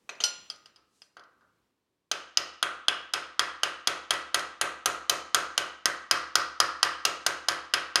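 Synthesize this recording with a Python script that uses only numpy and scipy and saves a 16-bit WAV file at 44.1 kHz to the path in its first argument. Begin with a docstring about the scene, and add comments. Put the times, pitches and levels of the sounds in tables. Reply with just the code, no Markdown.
"""Hard workshop: a folded sheet-metal part is set down on a steel vice and shifted into place, fingers sliding
on it; then a small hammer taps it four times a second. Contacts are chattering noise bursts with damped modes;
part, hammer, vice and bench ring as sums of dying sines. Slides and background are coloured noise. The room
answers with shaped noise tails."""
import sys
import numpy as np
from scipy import signal
from scipy.fft import rfft, irfft
from scipy.io import wavfile

SR = 44100
rng = np.random.default_rng(int(sys.argv[2]) if len(sys.argv) > 2 else 0)


def to_wav(s):
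    """Save 16-bit WAV."""
    ch = np.atleast_2d(s).T  # columns
    pcm = np.round(np.clip(ch, -1, 1) * 32767)  # PCM
    wavfile.write(sys.argv[1], SR, pcm.astype(np.int16))


N = 352800

# mode families of a tap: centre f/Hz, mean level/dB, slopes/dB per step: along fold, across it, firmer seating
TAP_FAMILIES = [(700.0, -19, -2.5, -2.5, -2), (1400.0, -15, -0.5, 2, 6), (3200.0, -17.5, -6, 3.5, -1.0),
                (4200.0, -16, 2, -1.0, -1.5), (5000.0, -20.0, 7.5, 3, -1.5), (6400.0, -17.0, 3, -6, -5),
                (10000.0, -21, -4.5, -0.5, 4.5), (14000.0, -32, 10.5, -10.5, -7.5)]
# hammer taps: t/s, force/dB, along fold/-1..1, across it/-1..1, seating on vice/-1..1, chatter/s,
# flap pitch factor/1
TAPS = [(2.1143, -8, -0.29, 0.37, -1.13, 0.0019, 0.94), (2.3722, -5.5, 0.42, 0.45, -0.8, 0.00099, 0.89),
        (2.627, -6.5, -0.87, -0.042, -0.09, 0.0015, 1.0), (2.883, -5.5, -0.71, 0.67, -0.55, 0.001, 0.99),
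        (3.1363, -5.5, -0.31, 0.29, -0.2, 0.0015, 0.96), (3.394, -4.5, -0.03, 0.28, -0.016, 0.00079, 0.99),
        (3.6329, -5, -0.4, 0.28, -0.35, 0.0019, 0.91), (3.8722, -2.5, -0.34, -0.041, -0.28, 0.0027, 1.0),
        (4.1066, -3, -0.35, -0.11, 0.22, 0.0024, 0.98), (4.344, -2.5, -0.32, -0.41, 0.17, 0.0021, 0.99),
        (4.6122, -3.5, -0.63, -0.77, 0.35, 0.0029, 0.93), (4.858, -3, -0.27, -1.2, 0.49, 0.0024, 0.91),
        (5.0956, -1.5, 0.041, -0.83, 0.061, 0.0023, 0.92), (5.3455, -1, -0.083, -0.67, 0.078, 0.0017, 0.97),
        (5.5781, -4.0, -0.3, -0.24, -0.28, 0.0011, 0.92), (5.8567, -4.5, 0.11, -0.47, 0.26, 0.00055, 0.92),
        (6.1111, -1, 0.54, 0.11, 0.33, 0.0014, 0.94), (6.3549, -1.0, 0.62, 0.18, -0.037, 0.00081, 0.98),
        (6.602, -2, 0.67, 0.15, 0.42, 0.00034, 0.96), (6.8297, -2, 0.39, 0.44, 0.036, 0.00093, 0.94),
        (7.0512, -1.5, -0.077, -0.18, -0.51, 0.0025, 0.87),
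        (7.2639, -2.5, -0.087, -0.41, -0.023, 0.0024, 0.88), (7.4851, -3, 0.22, -0.062, 0.52, 0.0016, 0.96),
        (7.7374, -2, -0.11, 0.42, -0.04, 0.0027, 0.88), (7.9567, -1.5, 0.12, 0.31, -0.088, 0.0013, 0.95)]


def gain_of(db):
    """Decibels to amplitude factor."""
    return 10 ** (np.asarray(db) / 20)


def read(points, hz):
    """Spectrum table interpolated on a log-frequency axis."""
    f, value = np.transpose(points)
    return np.interp(np.log(hz + 1), np.log(f + 1), value)


def add(mix, s, sound):
    """Mixes a sound in at a time."""
    part = mix[round(s * SR):][:len(sound)]
    part += sound[:len(part)]


def noise(colour):
    """Noise of rms 1 with the given spectrum."""
    spectrum = rfft(rng.standard_normal(N))
    x = irfft(spectrum * gain_of(read(colour, np.fft.rfftfreq(N, 1 / SR))), N)
    return x / x.std()


def ring(hz, db, t60, rise_s, size, turns=0):
    """Sum of dying sines, each swelling in over its rise time."""
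    t = np.arange(size)[:, None] / SR
    envelope = gain_of(db - 60 * t / t60) * (1 - np.exp(-t / rise_s))
    return (envelope * np.sin(2 * np.pi * (hz * t + turns))).sum(1)


def families(table, spot):
    """Mode family levels for a blow landing at a spot: linear in each coordinate; returns (f/Hz, level/dB)."""
    table = np.array(table)
    level_db = table[:, 1] + table[:, 2:] @ np.array(spot)
    return np.c_[table[:, 0], level_db]


def background():
    """Background noise of the workshop: coloured noise on a level curve."""
    # t/s, level/dB
    background_level = [(0, -73.5), (.4, -67.5), (.8, -76), (1.1, -78), (1.4, -75.5), (1.65, -76),
                        (1.75, -80.5), (2.1, -82.5)]
    # f/Hz, relative level/dB
    background_colour = [(15, -34), (25, -7.5), (60, -9), (192, -5), (378, -4.5), (651, -14), (854, -14.5),
                         (1150, -11.5), (1250, -17.5), (3910, -21), (16500, -34)]
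    s, db = np.transpose(background_level)
    return gain_of(np.interp(np.arange(N) / SR, s, db)) * noise(background_colour)


def rustle():
    """Fingers slide on the sheet: noise swells to each loudest moment and fades."""
    # loudest t/s, level/dB, swell/(dB/s), fade/(dB/s)
    slides = [(0.559, -77, 14, 270), (.96, -73.5, 200, 88.5), (1.055, -77, 200, 300)]
    # f/Hz, relative level/dB
    slide_colour = [(300, -14), (2000, -4.5), (4000, 2.5), (7000, 4), (10000, -1.5), (13000, -12.5),
                    (16000, -25.5)]
    t = np.arange(N) / SR
    level = np.zeros(N)
    for s, db, swell_db, fade_db in slides:
        drop_db = np.where(t < s, swell_db * (s - t), fade_db * (t - s))
        level += gain_of(db - drop_db)
    return level * noise(slide_colour)


def knocks():
    """The part meets the jaws; where it touches sets the mode families, and it rings on."""
    # t/s, force/dB, base to rim/-1..1, face to edge/-1..1, chatter/s, flap pitch factor/1,
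    # into vice/dB, into room/dB, loose ring/dB, resting ring/dB
    contacts = [(0.092, -18.5, -0.33, 0.72, 0.0053, 0.76, -49, -14.5, -32, -53),
                (0.152, -42, -0.18, -0.35, 0.0042, 0.97, -32.5, -21.0, -29.5, -23.5),
                (0.203, -16.5, -0.11, 1, 0.0078, 0.91, -33, -14, -24, -24),
                (0.238, -7.5, 0.88, 0.37, 0.0023, 0.917, -63.0, -11.5, -16.5, -48),
                (0.5, -22.5, 0.5, -0.1, 0.0015, 0.98, -40, -10.5, -29, -19),
                (0.56, -43, 0.46, 0.097, 0.0021, 0.89, -30, -13, -27, -21.5),
                (0.658, -35.0, 0.42, 0.054, 0.0022, 0.89, -37, -10, -31, -28),
                (0.76, -41.5, 0.37, -0.2, 0.0016, 0.91, -21, -6.5, -33.5, -23),
                (1.019, -34, 0.44, -0.46, 0.00053, 0.81, -44, -15, -30, -27),
                (1.168, -33.5, -0.65, -0.14, 0.0018, 0.88, -17.5, -9.5, -48, -28.0),
                (1.195, -39, -0.26, -0.033, 0.0015, 1, -39.0, -13.5, -39, -32),
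                (1.236, -43.5, -0.11, -0.0084, 0.003, 0.94, -21, -14, -38.0, -33),
                (1.409, -58.5, -0.97, -0.35, 0.0012, 0.97, -20.5, -1.5, -34, -27)]
    # centre f/Hz, mean level/dB, slopes/dB per step: base to rim, face to edge
    knock_families = [(700.0, -16, -11, 3), (1400.0, -16.5, -14.5, 2.5), (3200.0, -19, 2.5, 10),
                      (4200.0, -16, 1.5, 4.5), (5000.0, -19.5, 10.5, -16.5), (6400.0, -23, 2.5, 16),
                      (10000.0, -29, 6.5, 1), (14000.0, -43.5, 1.5, 2.5)]
    return [(s, force_db, families(knock_families, (rim, edge)), *rest)
            for s, force_db, rim, edge, *rest in contacts]


def causal_click(colour_db):
    """A click that starts sharply: its phase is minus the Hilbert transform of the log gain."""
    log_gain = np.log(gain_of(np.r_[colour_db, colour_db[-2:0:-1]]))
    return irfft(np.exp(np.conj(signal.hilbert(log_gain)))[:len(colour_db)])


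def blow(family_db, chatter_s, pitch):
    """Tiny contacts crack and build up the damped modes; returns modes, crack and one plain contact."""
    # part pressed on the vice: f/Hz, mean level/dB, t60/s
    pressed = [(716, 5, 0.01), (1218, 5.5, 0.013), (1395, 3, 0.016), (1555, -1, 0.019), (1897, -5, 0.02),
               (2652, -14, 0.0353), (3140, 6, 0.014), (3363, 7, 0.02), (3760, -1, 0.019), (4268, 4, 0.01),
               (5029, 8.5, 0.021), (5855, -0.5, 0.018), (6336, 4, 0.019), (6676, -3.5, 0.024),
               (7020, -1.5, 0.017), (8437, -4.5, 0.013), (8660, 0, 0.016), (9990, 5.5, 0.0062),
               (10540, 1, 0.021), (11230, -3, 0.022), (11980, -4.5, 0.023)]
    # crack of steel on steel: f/Hz, relative level/dB
    crack_colour = [(60, -31.5), (250, -4), (600, 6), (1400, -6.5), (2200, -6), (3200, 5), (5000, 16),
                    (7000, 2), (7700, -1.5), (10500, 3), (13000, 4), (16000, -8)]
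    hz, db, t60 = np.transpose(pressed)
    db = db + read(family_db, hz) + 1.5 * rng.standard_normal(len(hz))
    # the grip detunes the folded flap
    hz = np.where((hz > 2400) & (hz < 4600), hz * pitch, hz)
    modes = ring(hz, db, t60, chatter_s / 2.08, size=2048, turns=rng.random(len(hz)))
    f = np.fft.rfftfreq(512, 1 / SR)
    click = causal_click(read(crack_colour, f) + read(family_db, f))
    t = np.arange(1024) / SR
    chatter = rng.standard_normal(1024) * np.sqrt(t) * np.exp(-t / chatter_s)
    crack = signal.oaconvolve(click, chatter / np.linalg.norm(chatter))
    return modes, crack, click


def blows(table):
    """Places the blows; returns near sound, push on the vice, and contacts and rings that fill the room."""
    # part loose in the hand: f/Hz, level/dB, t60/s
    loose = [(849, -18, .2), (1044, -28, .6), (1310, -29.5, .5), (1416, -9.5, 0.23), (2770, -21, .5),
             (3030, -3.5, 0.16), (3030, -12, 0.11), (3359, -32, 0.93), (3950, -22, .3), (4270, -4.5, .25),
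             (4190, -12.5, .5), (5010, -4.5, .17), (5085, -13, 0.39), (5846, 1, 0.19), (5870, -11.5, 0.51),
             (6140, -11.5, .23), (7100, -25, 0.27), (7220, -15.5, 0.48), (7260, -18.5, .35),
             (8160, -6.5, 0.11), (8870, -29, 0.31), (9300, -31, .26), (10300, -29.5, .3),
             (10320, -29.5, 0.27), (11500, -20, .15), (12770, -27, .1)]
    # part resting on the jaws: f/Hz, level/dB, t60/s
    resting = [(1240, -16, 0.43), (2670, -6.5, 0.11), (3240, 2, 0.094), (4570, -2, 0.11), (4706, -3.5, .16),
               (5040, -10, .15), (6200, -16.5, .15), (7500, -7.5, .04), (9300, -15, .12)]
    near, push, contacts, rings = np.zeros((4, N))
    for s, force_db, share_db, chatter_s, pitch, vice_db, room_db, *rings_db in table:
        family_db = share_db + [0, force_db]  # force raises the level column
        modes, crack, click = blow(family_db, max(chatter_s, 2e-4), pitch)
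        add(near, s, modes)
        add(near, s, gain_of(18.0) * crack)
        add(rings, s, gain_of(room_db - 5.5) * modes)
        add(contacts, s, gain_of(room_db + 25.5) * click)
        add(push, s, gain_of([force_db + vice_db]))  # one-sample impulse
        # only knocks carry ring levels
        for level_db, state in zip(rings_db, (loose, resting)):
            hz, db, t60 = np.transpose(state)
            turns = rng.random(len(hz))
            clang = ring(hz, db + force_db + level_db, t60, chatter_s, size=SR // 2, turns=turns)
            add(near, s, clang)
            add(rings, s, gain_of(room_db - 16.0) * clang)
    return np.array([near, push, contacts, rings])


def vice(push):
    """Heavy vice and bench take up each blow; their modes swell in, then die."""
    # f/Hz, level/dB, t60/s
    vice_modes = [(69.7, -29.5, 0.95), (76.5, -32.5, .7), (119, -27.5, .45), (158.8, -26, .45),
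                  (190, -28, 0.33), (298.8, -26.5, 0.74), (334.3, -17, 0.54), (510.6, -12.5, 0.48),
                  (551, -13.5, 0.31), (712, -16.5, .5), (864, -20, .5), (1004, -18, 0.41),
                  (1075, -13, 0.42), (1139, -16, .5), (1197, -12.5, 0.6), (1214, -11.5, .6),
                  (1272, -9.5, 0.62), (1304, -8, .7), (1357, -13, 0.47), (1404, -13, .5), (1556, -15, .45),
                  (1870, -16, .35)]
    min_rise_s = 0.0084  # the bench needs this long to swing in
    hz, db, t60 = np.transpose(vice_modes)
    response = ring(hz, db, t60, np.maximum(.6 / hz, min_rise_s), size=SR)
    return signal.oaconvolve(push, response)[:N]


def shop(x):
    """Dense echoes, each band dying at its own speed, with a quicker first part from bench and floor;
    three kindred sets of echoes take turns as the blows wander."""
    # reverberation: f/Hz, t60/s
    shop_t60 = [(100, 1), (420, 0.35), (900, 0.61), (1300, 0.57), (1800, 0.56), (2900, 0.55), (5000, 0.5),
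                (7700, 0.4), (12000, 0.27), (14500, .2), (16000, 0.12)]
    # what the walls send back: f/Hz, relative level/dB
    shop_colour = [(60, -18), (130, 0.5), (210, 0.5), (320, -1.5), (500, 6), (750, -4.5), (1050, 5.5),
                   (1300, 6), (1450, 3.5), (1650, 8), (2300, 7), (3200, -6.5), (5000, -15.5), (7000, -8.5),
                   (7600, -10), (11000, -11), (16000, -14.5)]
    # echo build-up, slow in the bass: f/Hz, rise/s
    shop_build = [(100, 0), (400, 0.01), (800, 0.01), (3000, 0)]
    # amplitude share common to the echo sets: f/Hz, share/0..1
    shop_same = [(300, .95), (1500, .85), (4000, .4)]
    wander_s, level_db = 1.7, -32
    hz, t, z = signal.stft(rng.standard_normal((4, SR + SR // 2)), SR, nperseg=256)
    same = read(shop_same, hz)[:, None]
    z = same * z[0] + np.sqrt(1 - same ** 2) * z[1:]
    late = gain_of(-60 * t / read(shop_t60, hz)[:, None])
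    early = gain_of(9.0 - 60 * t / 0.031)
    build = 1 - np.exp(-t / np.maximum(read(shop_build, hz), 1e-4)[:, None])
    colour = gain_of(read(shop_colour, hz))[:, None]
    tail = signal.istft(z * (late + early) * build * colour, SR, nperseg=256)[1]
    # the first echo needs a few ms
    tail *= np.clip(np.arange(tail.shape[1]) / SR / .003 - .6, 0, 1)
    tail *= gain_of(level_db) / tail[:, :SR // 10].std()
    turn = np.arange(N) / SR / wander_s + np.arange(3)[:, None] / 3
    shares = np.sqrt(8 / 9) * np.cos(np.pi * turn) ** 2  # squares sum to 1
    return signal.fftconvolve(x * shares, tail, axes=1)[:, :N].sum(0)


def taps():
    """Hammer taps on the pressed part; firmer seating sends more of a tap into vice and room."""
    return [(s, force_db, families(TAP_FAMILIES, (along, across, seat)), chatter_s, pitch,
             -27 + seat * 3.5, -10 + seat * 0.7)  # into vice/dB, into room/dB
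            for s, force_db, along, across, seat, chatter_s, pitch in TAPS]


def hammer():
    """Each tap leaves hammer head and jaws ringing in close mode clusters, balanced by spot and chance."""
    # f/Hz, mean level/dB, t60/s
    steel_modes = [(1943, -31.5, 0.55), (2564, -25, 0.25), (2870, -33, .45), (3210, -27.5, 0.29),
                   (5080, -26, 0.37), (5940, -38, 0.33), (6760, -38.5, 0.36), (8200, -36.5, 0.41),
                   (8730, -42, 0.28), (10260, -47.5, .3), (10300, -49, .3)]
    spread_db, blur = 4, .009  # standard deviations; blur is relative to f
    out = np.zeros(N)
    hz, db, t60 = np.repeat(steel_modes, 4, axis=0).T
    for s, force_db, share_db, *_ in taps():
        level_draw, pitch_draw = rng.standard_normal((2, len(hz)))
        level_db = db + force_db + read(share_db, hz) + spread_db * level_draw
        mode_hz = hz * (1 + blur * pitch_draw)
        add(out, s, ring(mode_hz, level_db, t60, 0.009, size=SR // 3, turns=rng.random(len(hz))))
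    return out


def rebounds():
    """The hammer rebounds after some taps: light contacts at the middle of the fold."""
    # t/s, force/dB
    light_contacts = [(3.684, -36), (4.1366, -21), (4.3935, -21.5), (6.849, -20), (7.519, -23)]
    chatter_s, pitch, vice_db, room_db = 0.0014, .96, -39, -5.5
    return [(s, force_db, families(TAP_FAMILIES, (0, 0, 0)), chatter_s, pitch, vice_db, room_db)
            for s, force_db in light_contacts]


def scene():
    """Contacts and rings get independent echo tails, so their powers add without cancelling."""
    near, push, contacts, rings = blows(knocks()) + blows(taps() + rebounds())
    # the small sheet radiates little bass
    sheet_highpass = signal.butter(2, 232, "high", fs=SR, output="sos")
    near, rings = signal.sosfilt(sheet_highpass, [near, rings])
    struck = near + hammer() + vice(push) + shop(contacts) + shop(rings)
    return (struck + rustle() + background())[None]


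def record(dry):
    """The microphone drops the deepest bass; then a steep low-pass limits the treble."""
    low_hz, edge_hz = 47.6, 16600
    thin = signal.sosfilt(signal.butter(4, low_hz, "high", fs=SR, output="sos"), dry)
    lowpass = signal.firwin(511, edge_hz, window=("kaiser", 9), fs=SR)
    return signal.oaconvolve(thin, lowpass[None], "same")


dry = scene()
out = record(dry)
to_wav(out)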